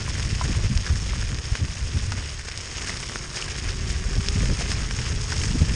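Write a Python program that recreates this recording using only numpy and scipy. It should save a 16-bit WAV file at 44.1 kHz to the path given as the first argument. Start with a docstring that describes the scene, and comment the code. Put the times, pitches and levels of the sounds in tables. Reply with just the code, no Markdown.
"""Electric board on gravel

An electric mountainboard rolls along a gravel path: filtered noise grains make the tyres' crunch,
and short decaying tones make the snapping stones and the knocks on the board.
Shaped noise and slow pulses make the wind buffeting the microphone.
After about two seconds the rider opens the throttle: sine tones make the controller's whistle
and the motor hum, which mostly climbs."""
import sys
import numpy as np
from scipy import signal
from scipy.fft import rfft, irfft, next_fast_len
from scipy.io import wavfile
from scipy.ndimage import uniform_filter1d

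SR = 44100
rng = np.random.default_rng(int(sys.argv[2]) if len(sys.argv) > 2 else 0)


def wav_record(signal):
    """Record a signal, one row per channel, as 16-bit PCM in the file named by sys.argv[1]."""
    frames = np.transpose(np.atleast_2d(signal))
    bounded = np.clip(frames, -1, 1)
    # unit amplitude maps onto the largest positive 16-bit level
    quanta = np.round(bounded * 32767).astype(np.int16)
    wavfile.write(sys.argv[1], SR, quanta)


N = 253575
TIME = np.arange(N) / SR  # seconds

# All table levels are relative: the functions add trims to them.
# Air streaming past the microphone: t/s, buffeting level/dB, flutter level/dB
WIND_CURVE = [(0.0, -26.5, -31.5), (0.5, -20.5, -27.5), (0.95, -22, -31), (1.4, -27.5, -34.5),
              (1.75, -31, -37), (2.05, -24.5, -33), (2.55, -36, -45.5), (2.9, -32.5, -35),
              (3.35, -36, -35.5), (4.0, -23, -31.5), (4.45, -21, -31), (4.62, -23.5, -27),
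              (5.35, -25.5, -32), (5.6, -20, -25), (5.75, -19.5, -27.5)]
# Gusts on top of the stream: middle t/s, length t/s, buffeting lift/dB, flutter lift/dB
GUSTS = [(0.337, 0.058, 9, 0), (0.496, 0.084, 3, 8), (0.65, 0.035, 5, -7), (0.73, 0.14, -6, 1),
         (0.917, 0.11, 5.5, 1.5), (1.232, 0.095, 5, -1), (1.337, 0.1, 2.5, 7.5), (1.531, 0.038, 14, 2),
         (1.624, 0.14, 8.5, 11), (1.843, 0.079, 10, 6.5), (1.96, 0.12, 5, 7.5), (2.12, 0.078, 3.5, 5.5),
         (3.456, 0.069, 6, 1), (3.679, 0.13, 6, -1), (3.807, 0.055, 4, 1), (4.177, 0.057, 7, 4),
         (4.372, 0.052, 4, 7.5), (4.444, 0.11, 1.5, 9.5), (4.514, 0.11, 4, 8), (5.001, 0.054, 2.5, 2),
         (5.136, 0.096, 5.5, 1.5), (5.55, 0.067, 0.5, 4), (5.625, 0.061, 1, 4)]
# Lulls in which the air lets go: middle t/s, length t/s, level drop/dB
LULLS = [(.29, 0.039, 3), (.40, 0.13, 4), (.55, .04, 4), (.622, 0.031, 5), (.752, .02, 4), (.845, 0.12, 6),
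         (1.01, 0.035, 5), (1.42, 0.048, 9), (1.575, .035, 5), (1.76, 0.2, 1), (3.39, 0.086, 8),
         (4.04, 0.046, 5), (4.23, 0.1, 4), (4.57, 0.15, 5), (5.535, 0.032, 4), (5.597, 0.039, 5),
         (5.675, 0.088, 6)]
# Spectrum of the large eddies: f/Hz, density level/dB
BUFFET_SPECTRUM = [(12, -10), (25, -10), (40, 1.5), (62, 0.5), (100, -3), (140, -16.5), (200, -29.5),
                   (400, -42.5), (1000, -80)]
# Spectrum of the smaller, faster eddies: f/Hz, density level/dB
FLUTTER_SPECTRUM = [(70, -50), (120, 8.5), (160, 2), (220, -2.5), (320, -16), (500, -22.5), (900, -28),
                    (3000, -74)]
# Spectrum of the fine turbulence in strong gusts: f/Hz, density level/dB
TEARING_SPECTRUM = [(120, -12), (230, 3), (330, 3.5), (500, -11.5), (750, -14.5), (1500, -34)]
# Single eddies thudding on the microphone: t/s, peak level/dB, pitch f/Hz
THUDS = [(0.330, -15.5, 110), (0.350, -16, 70), (0.445, -17, 120), (.497, -15.5, 180), (.507, -12, 120),
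         (0.576, -12, 83), (0.645, -12, 121), (0.665, -10, 85), (.703, -13.5, 150), (.718, -9.5, 100),
         (0.727, -15, 162), (0.765, -4.5, 58.5), (4.168, -15, 98.8), (4.197, -12, 130), (4.359, -10, 128),
         (4.390, -14.5, 115), (4.452, -14.5, 95), (4.487, -16, 105), (5.511, -10.5, 114), (5.555, -14, 170),
         (5.562, -15.5, 190), (5.621, -7.5, 95.2), (5.634, -9, 90), (5.716, -14, 130)]
# Short ragged buffets: middle t/s, length t/s, level/dB, top of the band f/Hz
TEARS = [(0.325, .025, -28, 378), (0.455, 0.044, -30, 450), (.497, .04, -31, 477), (.642, 0.016, -26, 355),
         (.715, .09, -23, 190), (1.64, 0.045, -31, 238), (4.111, 0.02, -27, 400), (4.164, 0.039, -29, 480),
         (4.289, .025, -35, 486), (4.36, .035, -29, 278), (4.386, 0.023, -42.5, 541),
         (4.438, 0.036, -31, 496), (4.499, 0.0182, -27, 500), (4.525, 0.028, -27, 440),
         (4.695, .025, -34, 477), (4.997, 0.031, -28, 380), (5.556, 0.044, -27, 420),
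         (5.616, 0.03, -29.5, 520), (5.71, 0.044, -28, 278)]
# Motor and controller: t/s, hum f/Hz, hum level/dB, whistle level/dB
MOTOR_CURVE = [(1.9, 322, -90, -100), (2.2, 336, -69, -58), (2.5, 337, -66, -62), (3.05, 338.7, -51.5, -59),
               (3.4, 365.3, -49.5, -71), (3.8, 376.8, -47.5, -63), (4.12, 387, -48.5, -66),
               (4.32, 404, -44.5, -69), (4.65, 413, -50, -69), (4.9, 429.7, -50, -64),
               (5.4, 428.3, -46, -57.5), (5.75, 437.5, -53, -63)]
# Partials of the motor hum: multiple of the hum f, level/dB
HUM_PARTIALS = [(1, -3), (2, -15), (3, -10)]
# Stones knocking on the board: t/s, peak level/dB, ring f/Hz, 60 dB decay t/s, rattle level/dB
KNOCKS = [(0.0777, -33, 1023, 0.085, -8), (.4115, -22, 1003, 0.058, -15), (0.412, -28, 1330, 0.035, -11),
          (.4125, -31, 660, 0.031, -10), (0.8638, -29, 1680, 0.016, -5), (0.8728, -25.5, 1670, 0.025, -4),
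          (1.134, -23.5, 1130, 0.011, -10), (2.121, -32, 1445, 0.063, 1), (3.159, -36, 994, .015, -4),
          (4.609, -27, 700, 0.037, -12), (5.325, -23, 1499, .018, -14)]
# Loudest stones snapping from under the tyres:
# t/s, peak level/dB, pitch f/Hz, 60 dB decay t/s, contact hardness level/dB
STONES = [(.0773, -19, 1370, 0.0072, -7), (.1543, -13.5, 2030, 0.0055, -5), (.1612, -23, 1920, .004, -7),
          (.1971, -12.5, 2000, 0.0027, -1), (.2029, -17, 2180, .004, 2), (.3499, -17, 2840, .004, -5),
          (.4235, -21, 2050, .012, -10), (.4792, -19, 4800, .0015, -4), (.5543, -24, 3280, .002, -3),
          (.5584, -28, 3030, .002, -6), (.7755, -14.5, 4460, 0.00055, 5.5), (.865, -15, 1750, 0.0075, -10),
          (.9583, -18.5, 1900, .008, 5), (1.0797, -21, 4070, 0.0012, -3), (1.1819, -21, 3580, .002, -4),
          (1.2274, -16, 1700, 0.0065, -4), (1.3179, -20, 2630, .003, -4), (1.3455, -15.5, 4230, 0.0012, -6),
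          (1.3868, -17, 2420, .004, 0), (1.455, -19, 4800, .0015, -4), (1.5535, -7, 1820, 0.0036, -9),
          (1.5555, -13, 2540, .003, -6), (2.1202, -21, 1600, .004, -9), (2.1212, -11, 1600, .0045, 2),
          (2.2934, -20, 3500, .002, -2), (2.3949, -17, 2110, 0.0044, -5), (2.4888, -18, 4750, .0015, -3),
          (2.5153, -15.5, 2340, 0.0033, -6), (2.5217, -20, 3900, 0.0017, 0),
          (2.5758, -8.5, 5300, 0.0011, -14), (2.6585, -23, 4280, .0015, -3), (2.7832, -15, 2900, .0055, -3),
          (2.8229, -15, 4430, .0015, -7), (2.8945, -13, 2100, 0.0066, -9), (2.8955, -12, 2070, 0.0089, -5),
          (2.9032, -15, 1560, .004, -5), (2.9725, -16, 5130, 0.002, -4), (3.0298, -20, 2700, .004, -3),
          (3.0359, -16.5, 2430, .003, -4), (3.097, -13, 1550, 0.0029, -11),
          (3.1585, -6.5, 1657, 0.0035, -11), (3.3733, -14, 2245, 0.0041, -1),
          (3.4237, -17, 2430, 0.0077, -9), (3.4245, -11.5, 2940, 0.01, -7), (3.6773, -17, 2030, 0.0046, -3),
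          (3.9016, -15, 2480, 0.0036, 0), (4.2855, -7.5, 2650, 0.005, -9),
          (4.2858, -12.5, 5200, 0.011, -16), (4.2862, -10.5, 3600, 0.005, -10),
          (4.4572, -15.5, 2525, 0.0037, -2), (4.5012, -13, 1680, 0.0032, -8), (4.6083, -20, 1400, .004, 3),
          (4.7064, -19, 3000, .0027, 0), (4.7085, -18, 1800, .007, -10), (4.7176, -10, 2050, 0.0042, 3.5),
          (4.7275, -19, 1870, .01, -12), (4.7244, -16, 2800, .003, -6), (4.7343, -18, 1930, .004, -6),
          (4.9105, -7.5, 1946, 0.0016, -9), (4.9888, -13.5, 2130, 0.0037, -4),
          (5.3213, -12, 1990, .005, -3), (5.3243, -10, 1510, .004, -8), (5.3255, -12, 1690, 0.0043, -7),
          (5.3295, -17, 5490, 0.0036, -3), (5.333, -20, 2600, .002, 2), (5.4153, -13.5, 2900, 0.0071, -6),
          (5.4362, -13.5, 2700, .004, 0), (5.5936, -18, 4600, 0.0013, -3)]
# How hard the tyres work the path: t/s, coarse crunch level/dB, fine fizz level/dB
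ROLL_CURVE = [(0.0, -34, -35), (0.55, -35, -35.6), (0.72, -36.5, -37), (0.98, -35, -35), (1.55, -35, -36.5),
              (1.73, -38, -37), (2.35, -36.5, -37), (2.92, -33.5, -34.5), (3.25, -35.5, -35.5),
              (4.08, -35.5, -36.5), (4.36, -33, -33), (4.75, -32.5, -33.5), (5.22, -35, -34.5),
              (5.42, -34, -32.5), (5.75, -34, -33.5)]
# Patches of loose gravel: middle t/s, length t/s, crunch lift/dB, fizz lift/dB
PATCHES = [(0.443, .043, 2, 5.5), (0.56, 0.041, 3.5, .5), (0.644, 0.063, 4, 1), (2.185, .05, 4.5, 2.5),
           (2.392, 0.015, 8, 5), (2.485, 0.014, 8, 4), (2.887, 0.087, 4, 6), (3.033, 0.027, 5.5, 3),
           (3.371, 0.075, 6, 9), (3.41, .056, 4.5, 4), (3.698, 0.098, 6.5, 2.5), (3.911, 0.08, 2, 6.5),
           (4.618, 0.0336, 7, 3), (4.706, 0.06, 1, 5.5), (5.069, 0.059, 5, 2.5), (5.324, 0.086, 4.5, 4),
           (5.434, .043, 3, 2.5), (5.7, .052, 3, 1.5)]
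# Bare, packed ground: middle t/s, length t/s, level drop/dB
BARE = [(1.67, 0.093, 1), (1.855, 0.036, 2), (2.365, 0.11, 2), (2.43, 0.054, 3.5), (3.085, 0.058, 2),
        (3.29, 0.13, 2), (3.52, .14, 0.5), (3.78, 0.12, 1), (4.575, 0.041, 1.5), (5.135, 0.051, 3)]
# Spectrum of the crunching gravel: f/Hz, density level/dB
GRAVEL_SPECTRUM = [(200, 2), (420, 4), (600, -2), (800, -4.5), (1050, -0.5), (1350, 0), (1800, 3.5),
                   (2400, 1.5), (3000, 1), (4100, -4), (5300, -1), (7300, -4.5), (9400, -7)]
# Resonances of the microphone housing: f/Hz, width f/Hz, lift/dB
HOUSING = [(4930, 600, 4.0), (5466, 680, 5.5), (6280, 600, -4.0), (6476, 570, 10.5)]

SWITCHING_HZ = 7813  # middle of the controller's whistle
TREBLE_EDGE_HZ, ABOVE_EDGE_DB, CUTOFF_HZ = 9684, -24.5, 12700
# Small random stones: the rate is for ordinary ground, and higher ones ring shorter
PEBBLES_PER_S, PEBBLE_OVER_CRUNCH_DB, PEBBLE_SPREAD_DB = 40, 12, 0.1
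PEBBLE_HZ, PEBBLE_SPREAD_OCTAVES = 3600, 0.4
PEBBLE_RING_CYCLES, PEBBLE_HARDNESS_DB = 7, -11  # cycles until 60 dB down; contact hardness


def from_db(db):
    """Turn decibels into a gain."""
    return 10 ** (np.asarray(db) / 20)


def rms_one(x):
    """Scale a sound to an rms (average strength) of 1."""
    return x / np.sqrt(np.mean(x ** 2) + 1e-20)


def in_time(rows):
    """Join the points of each column by straight lines over time."""
    s, *columns = np.transpose(rows)
    return [np.interp(TIME, s, column) for column in columns]


def swells(rows):
    """Let each event rise and fall in one smooth hump; return their sum in dB."""
    total_db = 0
    for s, length, db in rows:
        place = np.clip((TIME - s) / length, -.5, .5)
        total_db = total_db + db * np.cos(np.pi * place) ** 2
    return total_db


def colour(x, spectrum):
    """Filter a flat sound to a smooth spectrum, with an rms of 1."""
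    hz, db = np.transpose(spectrum)
    size = next_fast_len(N + SR)
    bins = np.arange(size // 2 + 1) * SR / size
    gain = from_db(np.interp(np.log(bins + 1), np.log(hz), db))
    return rms_one(irfft(rfft(x, size) * gain, size)[:N])


def drift(rate_hz):
    """Smooth noise into a slow random wander with an rms of 1."""
    step = 40  # one slow value for every 40 samples
    r = np.exp(-2 * np.pi * rate_hz * step / SR)
    noise = rng.standard_normal(N // step + 2002)
    slow = signal.lfilter([1], [1, -2 * r, r * r], noise)[2000:]  # drop the filter's start-up
    return np.interp(np.arange(N) / step, np.arange(len(slow)), rms_one(slow))


def resonance(x, hz, q, lift_db=None):
    """Pass one band with gain 1 at its centre, or lift that band of an otherwise flat sound."""
    w = 2 * np.pi * hz / SR
    k = np.sin(w) / (2 * q)
    middle = -2 * np.cos(w)
    if lift_db is None:
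        return signal.lfilter([k, 0, -k], [1 + k, middle, 1 - k], x + 1e-18)
    g = from_db(lift_db / 2)
    return signal.lfilter([1 + k * g, middle, 1 - k * g], [1 + k / g, middle, 1 - k / g], x)


def add(out, s, sound):
    """Mix a short sound in at time s."""
    at = max(round(s * SR), 0)
    out[at:at + len(sound)] += sound[:max(N - at, 0)]


def eddies(spectrum, lumpy_db, lumps_per_s):
    """Make lumpy turbulence whose average strength is evened out over a tenth of a second."""
    air = colour(rng.standard_normal(N), spectrum)
    air = air * from_db(lumpy_db * drift(lumps_per_s))
    return air / np.sqrt(uniform_filter1d(air ** 2, SR // 10) + 1e-12)


def wind(buffet_trim_db, flutter_trim_db, unsteady_db, tearing_db, tearing_onset_db,
         tearing_steepness):
    """Large eddies buffet the microphone, smaller ones flutter, and strong gusts add finer ones."""
    buffet_db, flutter_db = in_time(WIND_CURVE)
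    slack_db = unsteady_db * drift(4.2) - swells(LULLS)
    buffet_db = buffet_db + slack_db + swells([(s, length, db) for s, length, db, _ in GUSTS])
    flutter_db = flutter_db + slack_db + swells([(s, length, db) for s, length, _, db in GUSTS])
    buffet = eddies(BUFFET_SPECTRUM, lumpy_db=-1.4, lumps_per_s=8.5)
    buffet = from_db(buffet_db + buffet_trim_db) * buffet
    flutter = eddies(FLUTTER_SPECTRUM, lumpy_db=2.5, lumps_per_s=33.0)
    flutter = from_db(flutter_db + flutter_trim_db) * flutter
    # below the onset, tearing fades faster than the flutter
    below_onset_db = np.minimum(flutter_db - tearing_onset_db, 0)
    torn_db = flutter_db + tearing_db + tearing_steepness * below_onset_db
    torn = from_db(torn_db) * eddies(TEARING_SPECTRUM, lumpy_db=1.5, lumps_per_s=99)
    return buffet + flutter + torn


def thuds(level_db):
    """An eddy sweeps the microphone port: a dip of suction between two soft pushes."""
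    out, t = np.zeros(N), TIME[:SR // 10]
    centre = t.mean()
    for s, db, hz in THUDS:
        u = (np.pi * hz * (t - centre)) ** 2
        add(out, s - centre, from_db(db + level_db) * (2 * u - 1) * np.exp(-u))
    return out


def tears(level_db, bottom_hz):
    """Air tears at the microphone in bursts of fine turbulence that quickly swell and die."""
    out = np.zeros(N)
    for s, length, db, top_hz in TEARS:
        hump = np.hanning(round(length * SR))
        band = signal.butter(3, [bottom_hz, top_hz], "band", fs=SR, output="sos")
        air = signal.sosfilt(band, rng.standard_normal(SR // 5))
        burst = rms_one(air[-len(hump):] * hump)
        add(out, s - length / 2, from_db(db + level_db) * burst)
    return out


def motor(wobble, waver_db, whistle_wobble_hz):
    """The hum follows wheel speed, shaken by bumps; the controller whistles near a fixed pitch."""
    hz, hum_db, whistle_db = in_time(MOTOR_CURVE)
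    shaken_hz = hz * (1 + wobble * drift(11.67))
    phase = 2 * np.pi * np.cumsum(shaken_hz) / SR
    hum = sum(from_db(db) * np.sin(round(k) * phase) for k, db in HUM_PARTIALS)
    whistle_hz = SWITCHING_HZ + whistle_wobble_hz * drift(23)
    whistle = np.sin(2 * np.pi * np.cumsum(whistle_hz) / SR)
    hum = from_db(hum_db + waver_db * drift(16.0)) * hum
    return np.sqrt(2) * (hum + from_db(whistle_db) * whistle)


def knocks(level_db, rattle_ratio, rattle_q):
    """Thrown stones make the deck or a truck ring briefly, with a rough woody rattle around it."""
    out, t = np.zeros(N), TIME[:SR // 8]
    for s, db, hz, t60, rattle_db in KNOCKS:
        noise = rng.standard_normal(len(t))
        rattle = from_db(rattle_db) * rms_one(resonance(noise, rattle_ratio * hz, rattle_q))
        ring = np.sin(2 * np.pi * hz * t)
        add(out, s, from_db(db + level_db - 60 * t / t60) * (ring + rattle))
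    return out


def looseness(uneven_db, bumps_per_s):
    """Loose patches raise crunch and fizz, bare ground lowers both, and the path is uneven."""
    ground_db = uneven_db * drift(bumps_per_s) - swells(BARE)
    coarse_lift_db = ground_db + swells([(s, length, db) for s, length, db, _ in PATCHES])
    fine_lift_db = ground_db + swells([(s, length, db) for s, length, _, db in PATCHES])
    return coarse_lift_db, fine_lift_db


def pebbles(loose_db):
    """Draw small snaps at random, more and louder on loose ground, with the columns of STONES."""
    crunch_db = in_time(ROLL_CURVE)[0] + loose_db / 2
    at = np.flatnonzero(rng.random(N) < PEBBLES_PER_S * from_db(loose_db) / SR)
    strength, pitch = np.clip(rng.standard_normal((N, 2))[at], -2, 2).T
    hz = PEBBLE_HZ * 2 ** (PEBBLE_SPREAD_OCTAVES * pitch)
    peak_db = crunch_db[at] + PEBBLE_OVER_CRUNCH_DB + PEBBLE_SPREAD_DB * strength
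    hardness_db = np.full(len(at), PEBBLE_HARDNESS_DB)
    return list(zip(TIME[at], peak_db, hz, PEBBLE_RING_CYCLES / hz, hardness_db))


def stones(rows, level_db, crack_db, crack_hz, body_db, body_ratio, upper_db, upper_ratio,
           scatter_db, scatter_t60, ping_db, ping_hz, ping_t60):
    """A pinched stone snaps free: three brief tones, scattered grit, and a crack and ping."""
    out, t = np.zeros(N), TIME[:SR // 20]
    click = 1.0 * (t == 0)
    crack = resonance(resonance(click, crack_hz, .5), crack_hz, .5)
    ping = np.sin(2 * np.pi * ping_hz * t) * from_db(-60 * t / ping_t60)
    # the harder the contact, the more of this bright edge
    edge = from_db(crack_db) * crack / crack.max() + from_db(ping_db) * ping
    for s, db, hz, t60, hardness_db in rows:
        phase = 2 * np.pi * hz * t
        body = from_db(body_db) * np.sin(body_ratio * phase)
        upper = from_db(upper_db) * np.sin(upper_ratio * phase)
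        ring = (np.sin(phase) - body + upper) * from_db(-60 * t / t60)
        grit = rng.standard_normal(len(t)) * from_db(-60 * t / scatter_t60)
        scatter = from_db(scatter_db) * resonance(grit, hz, .5)
        snap = ring / ring.max() + scatter + from_db(hardness_db) * edge
        add(out, s, from_db(db + level_db) * snap)
    return out


def grains(per_s, spread_db):
    """Draw random contacts, most of them weak and a few strong, with an rms of 1."""
    sizes = from_db(spread_db * np.minimum(rng.exponential(1, N), 4))
    signs = rng.choice([-1, 1], N)
    return rms_one(sizes * signs * (rng.random(N) < per_s / SR))


def crunch(coarse_lift_db, fine_lift_db, per_s, spread_db, q, clump_db, patchy_db,
           coarse_trim_db, fine_trim_db, dust_db):
    """Stones of ten sizes grind in clumps under the tread: each size rings in its own band."""
    coarse_db, fine_db = in_time(ROLL_CURVE)
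    clumps, out = drift(58), np.zeros(N)
    for hz in np.geomspace(400, 10000, 10):
        contacts = grains(per_s * np.sqrt(hz / 1000), spread_db)  # higher bands get more contacts
        out += resonance(contacts, hz, max(q, .3)) * from_db(patchy_db * drift(30.0))
    out = rms_one(out) + from_db(dust_db) * rng.standard_normal(N)
    out = colour(out * from_db(clump_db * clumps), GRAVEL_SPECTRUM)
    # big stones sound low and fine grit high; their mix changes along the path
    low_pass = signal.butter(3, 3700, fs=SR, output="sos")
    coarse = signal.sosfiltfilt(low_pass, out)
    fine = rms_one(out - coarse)
    coarse_gain = from_db(coarse_db + coarse_lift_db + coarse_trim_db)
    fine_gain = from_db(fine_db + fine_lift_db + fine_trim_db)
    return coarse_gain * rms_one(coarse) + fine_gain * fine


def scene():
    """Mix wind, drive, board and tyres at one microphone."""
    air = wind(buffet_trim_db=-2.5, flutter_trim_db=-5.0, unsteady_db=1.0, tearing_db=-17.0,
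               tearing_onset_db=-19.5, tearing_steepness=0.19)
    buffets = thuds(level_db=-4.0) + tears(level_db=-9.5, bottom_hz=130)
    drive = motor(wobble=0.009, waver_db=1.2, whistle_wobble_hz=4.9)
    board = knocks(level_db=0.5, rattle_ratio=0.71, rattle_q=1.1)
    coarse_lift_db, fine_lift_db = looseness(uneven_db=0.66, bumps_per_s=3.1)
    # decay times (t60) are in seconds
    snaps = stones(list(STONES) + pebbles(coarse_lift_db), level_db=-6.0,
                   crack_db=-2.0, crack_hz=2250, body_db=-22.5, body_ratio=0.68,
                   upper_db=-17.5, upper_ratio=1.5, scatter_db=-17.5, scatter_t60=0.051,
                   ping_db=-8.0, ping_hz=5250, ping_t60=0.0029)
    path = crunch(coarse_lift_db, fine_lift_db, per_s=480, spread_db=3.5, q=2.16, clump_db=1.26,
                  patchy_db=2.0, coarse_trim_db=-4.5, fine_trim_db=-6.0, dust_db=-5.5)
    return (air + buffets + drive + board + snaps + path)[None]


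def record(dry):
    """The microphone housing colours the treble; little passes its edge, and the top is cut."""
    for hz, width, db in HOUSING:
        dry = resonance(dry, hz, hz / width, lift_db=db)
    edge = signal.butter(28, TREBLE_EDGE_HZ, fs=SR, output="sos")
    passed = signal.sosfiltfilt(edge, dry)
    dry = passed + from_db(ABOVE_EDGE_DB) * (dry - passed)
    top_cut = signal.ellip(8, .3, 70, CUTOFF_HZ, fs=SR, output="sos")
    return signal.sosfilt(top_cut, dry)


dry = scene()
out = record(dry)
wav_record(out)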